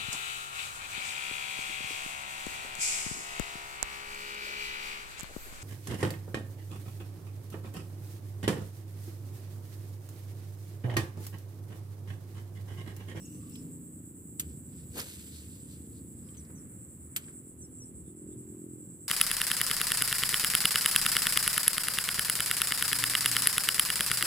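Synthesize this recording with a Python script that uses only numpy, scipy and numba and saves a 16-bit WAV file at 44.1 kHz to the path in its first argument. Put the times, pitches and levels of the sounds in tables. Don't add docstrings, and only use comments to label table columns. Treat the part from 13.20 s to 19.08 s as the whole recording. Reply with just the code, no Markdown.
import sys
import numpy as np
from scipy import signal
from scipy.fft import rfft, irfft, next_fast_len
from scipy.io import wavfile
from scipy.ndimage import uniform_filter1d
from numba import njit

SR = 44100
rng = np.random.default_rng(int(sys.argv[2]) if len(sys.argv) > 2 else 0)


def unload_audio(sound):
    columns = np.transpose(np.atleast_2d(sound))
    steps = np.round(np.clip(columns, -1, 1) * 32767)
    wavfile.write(sys.argv[1], SR, steps.astype(np.int16))


N = 259308
TIME = np.arange(N) / SR


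def undb(db):
    return 10 ** (np.asarray(db) / 20)


def unit(x):
    return x / np.sqrt(np.mean(x ** 2))


def curves(rows):
    s, *columns = np.transpose(rows)
    return [np.interp(TIME, s, c) for c in columns]


def walk(rate):
    hold = int(SR / rate)
    steps = np.repeat(rng.standard_normal(N // hold + 1), hold)
    smooth = uniform_filter1d(uniform_filter1d(steps, hold), hold)
    return unit(smooth)[:N]


def colour(x, points, tilt_db=0):
    hz, db = np.transpose(points)
    octave = np.log2(np.maximum(np.fft.rfftfreq(x.shape[-1], 1 / SR), 1))
    gain_db = np.interp(octave, np.log2(hz), db) + tilt_db * (octave - np.log2(np.median(hz)))
    high_end = 1 + (2 ** octave / hz[-1] / 2) ** 4
    low_end = 1 + (hz[0] / 2 / 2 ** octave) ** 2
    closed = 1 / high_end / low_end
    return irfft(rfft(x) * undb(gain_db) * closed, x.shape[-1])


def noise(points, gate=1):
    burst = rng.standard_normal((2, N)) * gate
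    padded = np.pad(burst, ((0, 0), (0, next_fast_len(N, True) - N)))
    return unit(colour(padded, points)[:, :N])


def narrow(pair, side_db):
    side = undb(side_db) * pair[1]
    return np.array([pair[0] + side, pair[0] - side]) / np.sqrt(1 + undb(2 * side_db))


def from_right(pair, count=9):
    left = .5 * np.roll(pair[1], count) + .8 * pair[0]
    return np.array([left, pair[1]])


def add(out, s, sound):
    i = int(s * SR)
    out[:, i:i + sound.shape[-1]] += sound[..., :N - i]


def swells(rows):
    power = sum(undb(2 * db) * np.exp(-np.minimum(((TIME - s) / half) ** 2, 50)) for s, half, db in rows)
    return np.sqrt(power)


def passing(rows):
    s, db = np.transpose(rows)[:2]
    return undb(np.interp(TIME, s, db, left=-np.inf, right=-np.inf))


@njit
def bandpass(x, hz, q):
    y, band, low = np.empty(len(x)), 0., 0.
    for i in range(len(x)):
        g = np.tan(np.pi * hz[i] / SR)
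        v = (band + g * (x[i] - low)) / (1 + g * (g + 1 / q))
        band, low, y[i] = 2 * v - band, low + 2 * g * v, v / q
    return y


def blur(hz, width):
    drift = np.array([walk(width * hz) + 1j * walk(width * hz) for _ in range(2)])
    return np.real(drift * np.exp(2j * np.pi * hz * TIME))


def reed_echo(x, t60):
    t = TIME[:SR // 2]
    echo = rng.standard_normal((2, len(t))) * undb(-60 * t / t60)
    return signal.fftconvolve(x[None], echo / np.sqrt(np.sum(echo[0] ** 2)))[:, :N]


# pitch_hz, gain_db
WIND_COLOUR = [(20, -42), (36, -25), (50, -13.5), (72, -4.5), (105, -1), (160, -2.5), (260, -8),
               (400, -17.5), (520, -22.5), (700, -40), (1500, -46.5)]
# pitch_hz, gain_db
REED_COLOUR = [(100, -10.5), (500, 8.5), (800, 1), (1300, -0.5), (2200, -6), (3500, -12), (5000, -15.5),
               (7000, -15), (15000, -18)]
# centre_s, half_length_s, level_db
GUSTS = [(.2, 0.074, -52.5), (1.33, 0.087, -50.5), (1.68, 0.077, -50.5), (2.05, 0.087, -56),
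         (2.48, 0.43, -54.5), (2.9, 0.047, -60), (3.25, 0.094, -53), (3.62, 0.033, -54.5),
         (3.86, 0.06, -54.5), (4.41, 0.025, -51), (4.75, 0.094, -54), (5.08, 0.045, -51.5),
         (5.58, 0.031, -50)]
WIND_DB, WIND_EASE_DB_PER_S, BUFFET_DB, BUFFETS_PER_S = -49.5, .5, 1.5, 14
BOOM_HZ, BOOM_WIDTH, GUST_RUMBLE_DB = 76.2, 0.17, -1.5
REEDS_DB, REEDS_EASE_DB_PER_S = -68.5, 0.43


def wind():
    breeze = undb(WIND_DB - WIND_EASE_DB_PER_S * TIME + BUFFET_DB * walk(BUFFETS_PER_S))
    gusts = swells(GUSTS)
    rumble = narrow(noise(WIND_COLOUR), -14) * np.hypot(breeze, undb(GUST_RUMBLE_DB) * gusts)
    booms = narrow(blur(BOOM_HZ, BOOM_WIDTH), -22.0) * gusts
    reeds_db = REEDS_DB - REEDS_EASE_DB_PER_S * TIME + 0.86 * walk(4.97)
    reeds = narrow(noise(REED_COLOUR), -0.96) * undb(reeds_db)
    return rumble + booms + reeds


def boat(rate, level, exhaust, start_turn, scatter_db, echo_db):
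    turns = start_turn + np.cumsum(curves(rate)[0]) / SR
    firings = np.flatnonzero(np.diff(np.floor(turns)))
    pulses = np.zeros(N)
    pulses[firings] = undb(scatter_db * rng.standard_normal(len(firings)))
    echo = sum(reed_echo(pulses, 0.44) * walk(2.99) for _ in range(2))
    thuds = pulses + undb(echo_db) * narrow(echo, -14.0)
    return unit(colour(thuds, exhaust)) * undb(curves(level)[0] + 1.0 * walk(5.22))


# time_s, firings_per_s
SLOW_RATE = [(0, 27.6), (.6, 27.78), (1, 27.95), (1.4, 28.22), (1.8, 28.38), (2.2, 28.44), (2.6, 28.82),
             (3, 28.87)]
# time_s, level_db
SLOW_BOAT = [(0, -52), (.5, -47.5), (1, -55), (1.4, -50.5), (1.8, -53), (2.2, -56.5), (2.6, -51), (3, -52),
             (3.4, -54.5), (3.9, -70)]
# pitch_hz, gain_db
SLOW_EXHAUST = [(50, -47), (100, -14.5), (170, -3.5), (250, 0), (305, 0), (350, -7.5), (420, -13.5),
                (600, -38.5), (1000, -46)]


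def slow_boat():
    return boat(SLOW_RATE, SLOW_BOAT, SLOW_EXHAUST, start_turn=.68, scatter_db=1.0, echo_db=-2.5)


# time_s, firings_per_s
FAST_RATE = [(3, 42.96), (3.9, 42.94), (4.3, 42.88), (4.7, 42.76), (5.1, 42.7), (5.88, 42.68)]
# time_s, level_db
FAST_BOAT = [(1.8, -75), (2.6, -69.5), (3.1, -72), (3.6, -60), (3.9, -57), (4.3, -53), (4.7, -53.5),
             (5.1, -47.5), (5.88, -53.5)]
# pitch_hz, gain_db
FAST_EXHAUST = [(50, -47), (120, -4), (200, -5), (260, 2.5), (340, 0.5), (385, -3.5), (430, -13.5),
                (650, -36), (1000, -65)]


def fast_boat():
    return boat(FAST_RATE, FAST_BOAT, FAST_EXHAUST, start_turn=0.444, scatter_db=1.5, echo_db=-8.0)


# pitch_hz, gain_db
CHORUS = [(5000, -51), (6700, -5), (7400, 8.5), (7950, 16.5), (8500, 2.5), (9100, 0), (10300, -2.5),
          (11000, -3), (11600, -1.5), (12500, -2), (14200, -2), (15300, 0.5)]
# time_s, level_db
CHORUS_LEVEL = [(0, -53), (.8, -55), (1.5, -54), (2.5, -55.5), (4.2, -57), (4.45, -59), (5.05, -60.5),
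                (5.3, -56.5), (5.88, -57)]
CHORUS_PULSE_DB = 0.6


def far_chorus(beat):
    pulse_db = CHORUS_PULSE_DB * np.cos(2 * np.pi * beat)
    return noise(CHORUS) * undb(curves(CHORUS_LEVEL)[0] + pulse_db + .5 * walk(21.0))


CHIRP_JITTER = 0.023
CHIRP_HALF_S, CHIRP_SCATTER_DB = 0.041, 0.9


def beats(pace):
    return curves(pace)[0] + CHIRP_JITTER * walk(3.6)


def chirps(beat, song):
    from_top_s = (beat - np.round(beat)) / (np.gradient(beat) * SR)
    shape = np.exp(-.5 * (from_top_s / CHIRP_HALF_S) ** 4)
    return shape * undb(curves(song)[0] + CHIRP_SCATTER_DB * walk(13))


def wing_cycle(rate, wobble):
    return np.cumsum(rate * (1 + wobble * walk(12))) / SR % 1


def wing_tone(u, start_hz, end_hz, waver_hz, echo_db, force=1):
    hz = start_hz + (end_hz - start_hz) * u + waver_hz * walk(220)
    stroke = force * np.sin(np.pi * u) ** 2
    tone = stroke * np.sin(2 * np.pi * np.cumsum(hz) / SR) * undb(1.9 * walk(40))
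    return unit(tone + undb(echo_db) * reed_echo(tone, 0.066))


# time_s, level_db
BUZZ_SONG = [(0, -73.5), (2, -71.5), (2.6, -69.5), (4.98, -68), (5.005, -89), (5.045, -84), (5.065, -70),
             (5.88, -68.5)]
BUZZ_STROKES_PER_S = 94


def buzzing_cricket():
    u = wing_cycle(BUZZ_STROKES_PER_S, .005)
    tone = wing_tone(u, start_hz=10040, end_hz=9480, waver_hz=44.6, echo_db=-17.5)
    return tone * undb(curves(BUZZ_SONG)[0])


# time_s, chirps_so_far
HIGH_PACE = [(0, -.4), (.42, 3), (.98, 8), (1.38, 12), (2.14, 19), (2.44, 22), (3.31, 30), (3.61, 33),
             (4.29, 39), (4.42, 40), (4.55, 41), (5.12, 46), (5.32, 48), (5.88, 53.3)]
# time_s, level_db
HIGH_SONG = [(0, -67.5), (.4, -65.5), (.9, -63.5), (1.5, -64), (2.2, -62), (3, -64), (3.7, -63),
             (4.3, -61.5), (4.85, -63), (5.1, -66), (5.4, -68), (5.88, -68)]
# pitch_hz, gain_db
HIGH_WING = [(8400, -56), (8800, -1.5), (9100, -2), (9340, -5), (9480, -10.5), (9900, -48)]
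HIGH_STROKES_PER_S = 132
HIGH_SCRAPE_DB, HIGH_TONE_DB = -6, -2
RETURN_STROKE_DB = -3.5
HIGH_NOTE_HZ, HIGH_NOTE_WIDTH, HIGH_NOTE_DB = 9380, .011, -4


def high_cricket(beat):
    u = wing_cycle(HIGH_STROKES_PER_S, .025)
    force = np.where(u < .5, 1, undb(RETURN_STROKE_DB))
    tone = wing_tone(2 * u % 1, start_hz=9400, end_hz=8970, waver_hz=110.2, echo_db=-2, force=force)
    scrape = undb(HIGH_SCRAPE_DB) * noise(HIGH_WING, force)
    note = undb(HIGH_NOTE_DB) * blur(HIGH_NOTE_HZ, HIGH_NOTE_WIDTH) * unit(force)
    voice = undb(HIGH_TONE_DB) * tone + narrow(scrape + note, -0.94)
    return voice * chirps(beat, HIGH_SONG)


# time_s, chirps_so_far
LOW_PACE = [(0, -.3), (.33, 3), (.65, 6), (1.1, 10), (1.37, 13), (2.08, 20), (2.42, 23), (2.8, 27),
            (3.54, 34), (3.73, 36), (4.28, 41), (4.43, 42), (4.56, 43), (5, 47), (5.88, 55.4)]
# time_s, level_db
LOW_SONG = [(0, -60), (.4, -56.5), (.65, -53.5), (.95, -54.5), (1.5, -56), (2.3, -53.5), (2.6, -58),
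            (3, -55), (3.7, -54.5), (4.2, -52.5), (4.9, -52.5), (5.88, -52)]
# pitch_hz, gain_db
LOW_WING = [(6300, -51), (7000, -26), (7400, -8.5), (7700, -4.5), (7950, -1), (8200, -5), (8550, -27),
            (9200, -44)]
LOW_STROKES_PER_S = 160
LOW_SCRAPE_DB, LOW_TONE_DB = -3.5, -2


def low_cricket(beat):
    u = wing_cycle(LOW_STROKES_PER_S, .06)
    tone = wing_tone(u, start_hz=8230, end_hz=7440, waver_hz=129, echo_db=-6)
    tone = np.array([tone[0], np.roll(tone[1], 2)])
    voice = undb(LOW_TONE_DB) * tone + undb(LOW_SCRAPE_DB) * narrow(noise(LOW_WING), 3.2)
    return voice * chirps(beat, LOW_SONG)


def insects():
    low_beat, high_beat = beats(LOW_PACE), beats(HIGH_PACE)
    near = low_cricket(low_beat) + high_cricket(high_beat)
    return (near + buzzing_cricket() + far_chorus(low_beat)) * undb([[-.9], [.9]])


# centre_s, half_length_s, pitch_hz, level_db
FAR_CALLS = [(0.085, 0.085, 2760, -70.5), (.04, 0.042, 5680, -63.5), (.15, 0.042, 6040, -65),
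             (.253, 0.046, 1152, -69), (.343, .05, 2795, -70.5), (.365, .03, 5330, -61),
             (3.073, .028, 5100, -74), (3.097, .031, 1150, -73), (4.878, .021, 3550, -78),
             (5.127, 0.018, 3540, -78)]


def far_birds(width):
    return sum(blur(hz, width) * swells([(s, half, db)]) for s, half, hz, db in FAR_CALLS)


# start_s, length_s, start_pitch_hz, end_pitch_hz, level_db, phase_between_ports_rad, echo_db
BIRD = [(0.054, .016, 6800, 6440, -58, 1, -12), (.337, .02, 6300, 6560, -63, 2, -12),
        (3.169, .041, 6570, 5270, -58, 1.7, -12), (3.351, 0.05, 6400, 5300, -60.5, 2.1, -6),
        (4.41, 0.055, 6430, 5170, -60, 3.5, -12), (4.6, 0.049, 6250, 5070, -56.5, 3.4, -12),
        (5.183, .031, 5970, 5360, -79, 1.8, -6)]


def bird():
    out, send = np.zeros((2, N)), np.zeros((1, N))
    for s, length, start_hz, end_hz, db, lag, echo_db in BIRD:
        u = np.linspace(0, 1, int(length * SR))
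        hz = start_hz + (end_hz - start_hz) * u ** 1.32
        phase = 2 * np.pi * np.cumsum(hz) / SR
        swell = np.sin(np.pi * u ** 0.6).clip(0)
        call = undb(db) * swell * np.sin([phase, phase + lag]) * np.sqrt(2)
        add(out, s, call)
        add(send, s, undb(echo_db) * call[0])
    flutter = undb(2.3 * walk(150) + 2.5)
    return out * flutter + reed_echo(send[0] * flutter, .2)


STRIKE_SPREAD_DB = 1.5


def ringing(modes, t):
    out = 0
    for hz, t60, db in modes:
        fade = undb(db + STRIKE_SPREAD_DB * rng.standard_normal() - 60 * t / t60)
        out = out + fade * np.sin(2 * np.pi * (hz * t + rng.random((2, 1))))
    return out


def knocks(rows):
    out, t = np.zeros((2, N)), TIME[:SR // 8]
    for s, db, hz, t60 in rows:
        burst = colour(rng.standard_normal((2, len(t))), [(hz / 4, -24), (hz, 0), (hz * 3, -22)])
        add(out, s, unit(burst) * undb(db - 60 * t / t60))
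    return out


# start_s, level_db, pitch_hz, t60_s
TAPS = [(0.296, -46, 12000, 0.036), (0.355, -49.5, 3800, .036), (0.358, -46, 12000, .03),
        (3.088, -62.5, 3180, .035), (3.1477, -63, 3070, 0.13), (3.169, -63, 3280, 0.074),
        (3.2495, -63.5, 5100, 0.065), (3.3, -60, 1200, 0.095), (4.041, -57, 3300, 0.04),
        (4.082, -54, 1710, 0.072), (4.088, -61, 1400, 0.029), (4.101, -63, 1200, 0.035)]
# pitch_hz, t60_s, level_db
SEAT_MODES = [(1200, 0.067, -5), (1820, .04, -8), (2440, .04, 4), (3150, 0.063, 3)]
SEAT_RING_DB = -4


def seat():
    out, t = np.zeros((2, N)), TIME[:SR // 8]
    for s, db, hz, _ in TAPS:
        modes = [(f, t60, gain - 12 * abs(np.log2(f / hz))) for f, t60, gain in SEAT_MODES]
        add(out, s, undb(db + SEAT_RING_DB) * ringing(modes, t))
    return out


# centre_s, half_length_s, level_db
SLEEVE = [(.08, .25, -72.5), (.36, 0.1, -69), (1.3, .065, -70), (1.58, .065, -67), (3.13, 0.12, -73),
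          (3.86, 0.036, -85), (4.055, 0.055, -71)]
# centre_s, half_length_s, level_db
GRASS = [(3.33, 0.24, -69.5), (4.03, 0.12, -67.5)]


def handling():
    cloth = noise([(700, -22), (1500, -2.0), (3200, 0.5), (5800, 0), (9000, -12), (15000, -43.0)])
    grass = noise([(400, -10), (1300, 5.5), (2200, 4.5), (4000, -30), (12000, -30)])
    rustles = cloth * swells(SLEEVE) * undb(2.0 * walk(110)) + grass * swells(GRASS)
    return rustles + knocks(TAPS) + seat()


RELEASE_S, WHIP_DB, WHIP_RISE_DB_PER_S, WHIP_FALL_DB_PER_S = 1.785, -37, 335, 225
RUN_DB, SPOOL_SLOWING_DB_PER_S, BRAKE_S, BRAKE_DB_PER_S = -48.5, 20, 2.56, 16


def line_level():
    before, after = np.maximum(RELEASE_S - TIME, 0), np.maximum(TIME - RELEASE_S, 0)
    braked = np.maximum(TIME - BRAKE_S, 0)
    whip = undb(WHIP_DB - WHIP_FALL_DB_PER_S * after)
    run = undb(RUN_DB - SPOOL_SLOWING_DB_PER_S * after - BRAKE_DB_PER_S * braked)
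    return np.hypot(whip, run) * undb(-WHIP_RISE_DB_PER_S * before)


# pitch_hz, gain_db
LINE_COLOUR = [(500, -23), (1500, -1), (2700, 2.5), (3600, 3.5), (4500, 3.5), (5600, -1), (7000, 4.5),
               (9500, 1.5), (12500, 5), (15500, -4)]
# centre_s, half_length_s, level_db
RASPS = [(1.925, 0.022, -57), (2.165, 0.04, -54.5), (2.35, 0.047, -63.5), (2.53, 0.026, -59.5),
         (2.77, .025, -66.5)]
# pitch_hz, gain_db
RASP_COLOUR = [(2200, -15), (3200, -9), (3800, -2.5), (4500, -1), (5200, -7), (6500, -7.5), (12000, -11)]
# start_s, level_db, pitch_hz, t60_s
SLAPS = [(1.759, -43, 11000, .03), (1.7803, -33, 13500, .014), (1.7895, -30, 8200, .012),
         (1.7966, -26, 13000, .011), (1.7975, -33, 4330, 0.015), (1.8025, -32.5, 5000, 0.023),
         (1.922, -44.5, 4300, .012)]
COILS_PER_S, COIL_FLUTTER_DB = 400, 2
RASP_GRAIN_DB, RASP_GRAINS_PER_S = 1, 240


def line():
    flutter = undb(COIL_FLUTTER_DB * walk(COILS_PER_S) + 1.0 * walk(34.9))
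    hiss = noise(LINE_COLOUR, flutter) * line_level()
    rasp = noise(RASP_COLOUR, undb(RASP_GRAIN_DB * walk(RASP_GRAINS_PER_S))) * swells(RASPS)
    return hiss + rasp + knocks(SLAPS)


# time_s, level_db, eddy_pitch_hz
SWISH = [(1.725, -87, 300), (1.748, -66, 400), (1.762, -50.5, 545), (1.782, -43.5, 1100),
         (1.797, -42, 1150), (1.812, -44.5, 1420), (1.84, -54, 1300), (1.89, -67, 1000), (1.98, -78, 700)]
# centre_s, half_length_s, level_db
DRAUGHT = [(1.777, 0.021, -45.5), (1.825, 0.027, -51)]
# pitch_hz, gain_db
DRAUGHT_COLOUR = [(60, -1), (180, 6.5), (350, 4), (500, 4.5), (620, -6), (800, -22)]


def rod():
    hz = curves(SWISH)[1]
    eddies = np.array([bandpass(bandpass(n, hz, 0.55), hz, 0.55) for n in rng.standard_normal((2, N))])
    swish = unit(eddies / np.sqrt(hz) * undb(2.0 * walk(250))) * passing(SWISH)
    draught = narrow(noise(DRAUGHT_COLOUR), -21) * swells(DRAUGHT)
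    return swish + draught


# start_s, level_db, treble_tilt_db_per_octave, frame_ring_db
CLUTCH = [(1.1955, -25, 0, -2), (1.1963, -23.5, -0.5, 0), (1.1984, -22, 0, -2.5), (1.2013, -32, -3.5, -4),
          (3.9624, -22, -1.5, -6), (3.9640, -20.5, -1, -5), (3.967, -22.5, -1, -6), (3.9695, -31, -1.5, -4),
          (3.9716, -36, -6, -8)]
# pitch_hz, gain_db
REEL_BODY = [(200, -17), (900, -22), (1600, -8.5), (2200, -6.5), (3100, -1.5), (3800, -7), (4650, -5),
             (5250, -11.5), (5700, -8), (6150, -7), (7200, 3), (9200, 0.5), (10200, -2.5), (11700, 4.5),
             (13400, 2), (15500, -3.5)]
# pitch_hz, t60_s, level_db
REEL_MODES = [(2930, 0.03, -29), (3130, .05, -31), (4600, .025, -16), (5830, .04, -23), (7200, 0.035, -10),
              (7736, 0.03, -12), (8000, .039, -9), (8940, 0.019, -7), (9340, .037, -17), (11590, .035, -20),
              (12560, 0.044, -21), (13200, .03, -13), (13600, .04, -20), (14800, .022, -23)]
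SNAP_T60_S, SCATTER_DB, SCATTER_T60_S, FAR_DB, FAR_T60_S = 0.0048, -11.5, 0.068, -31.5, 0.25
SCATTER_GRAIN_DB, SCATTER_GRAINS_PER_S = 2.5, 860
FAR_TILT_DB = -4.5


def clutch():
    out, t = np.zeros((2, N)), TIME[:SR // 5]
    for s, db, tilt_db, ring_db in CLUTCH:
        clumps_db = SCATTER_GRAIN_DB * walk(SCATTER_GRAINS_PER_S)[:len(t)]
        snap = undb(-60 * t / SNAP_T60_S)
        scatter = undb(SCATTER_DB + clumps_db - 60 * t / SCATTER_T60_S)
        far = unit(colour(rng.standard_normal((2, len(t))), REEL_BODY, FAR_TILT_DB))
        far = far * undb(FAR_DB - 60 * t / FAR_T60_S)
        crack = unit(colour(rng.standard_normal((2, len(t))), REEL_BODY, tilt_db)) * (snap + scatter)
        ring = undb(ring_db) * ringing(REEL_MODES, t)
        onset = 1 - np.exp(-t / 0.00025)
        add(out, s, undb(db) * (crack + far + ring) * onset)
    return out


def scene():
    distance = (wind() + slow_boat() + fast_boat()) * undb([[-.4], [.4]])
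    birds = far_birds(width=.18) + bird()
    angler = from_right(handling() + line() + rod() + clutch())
    return distance + insects() + birds + angler


TOP_HZ = 15550


def record(dry):
    return signal.sosfilt(signal.ellip(14, .2, 75, TOP_HZ, fs=SR, output="sos"), dry)


dry = scene()
out = record(dry)
unload_audio(out)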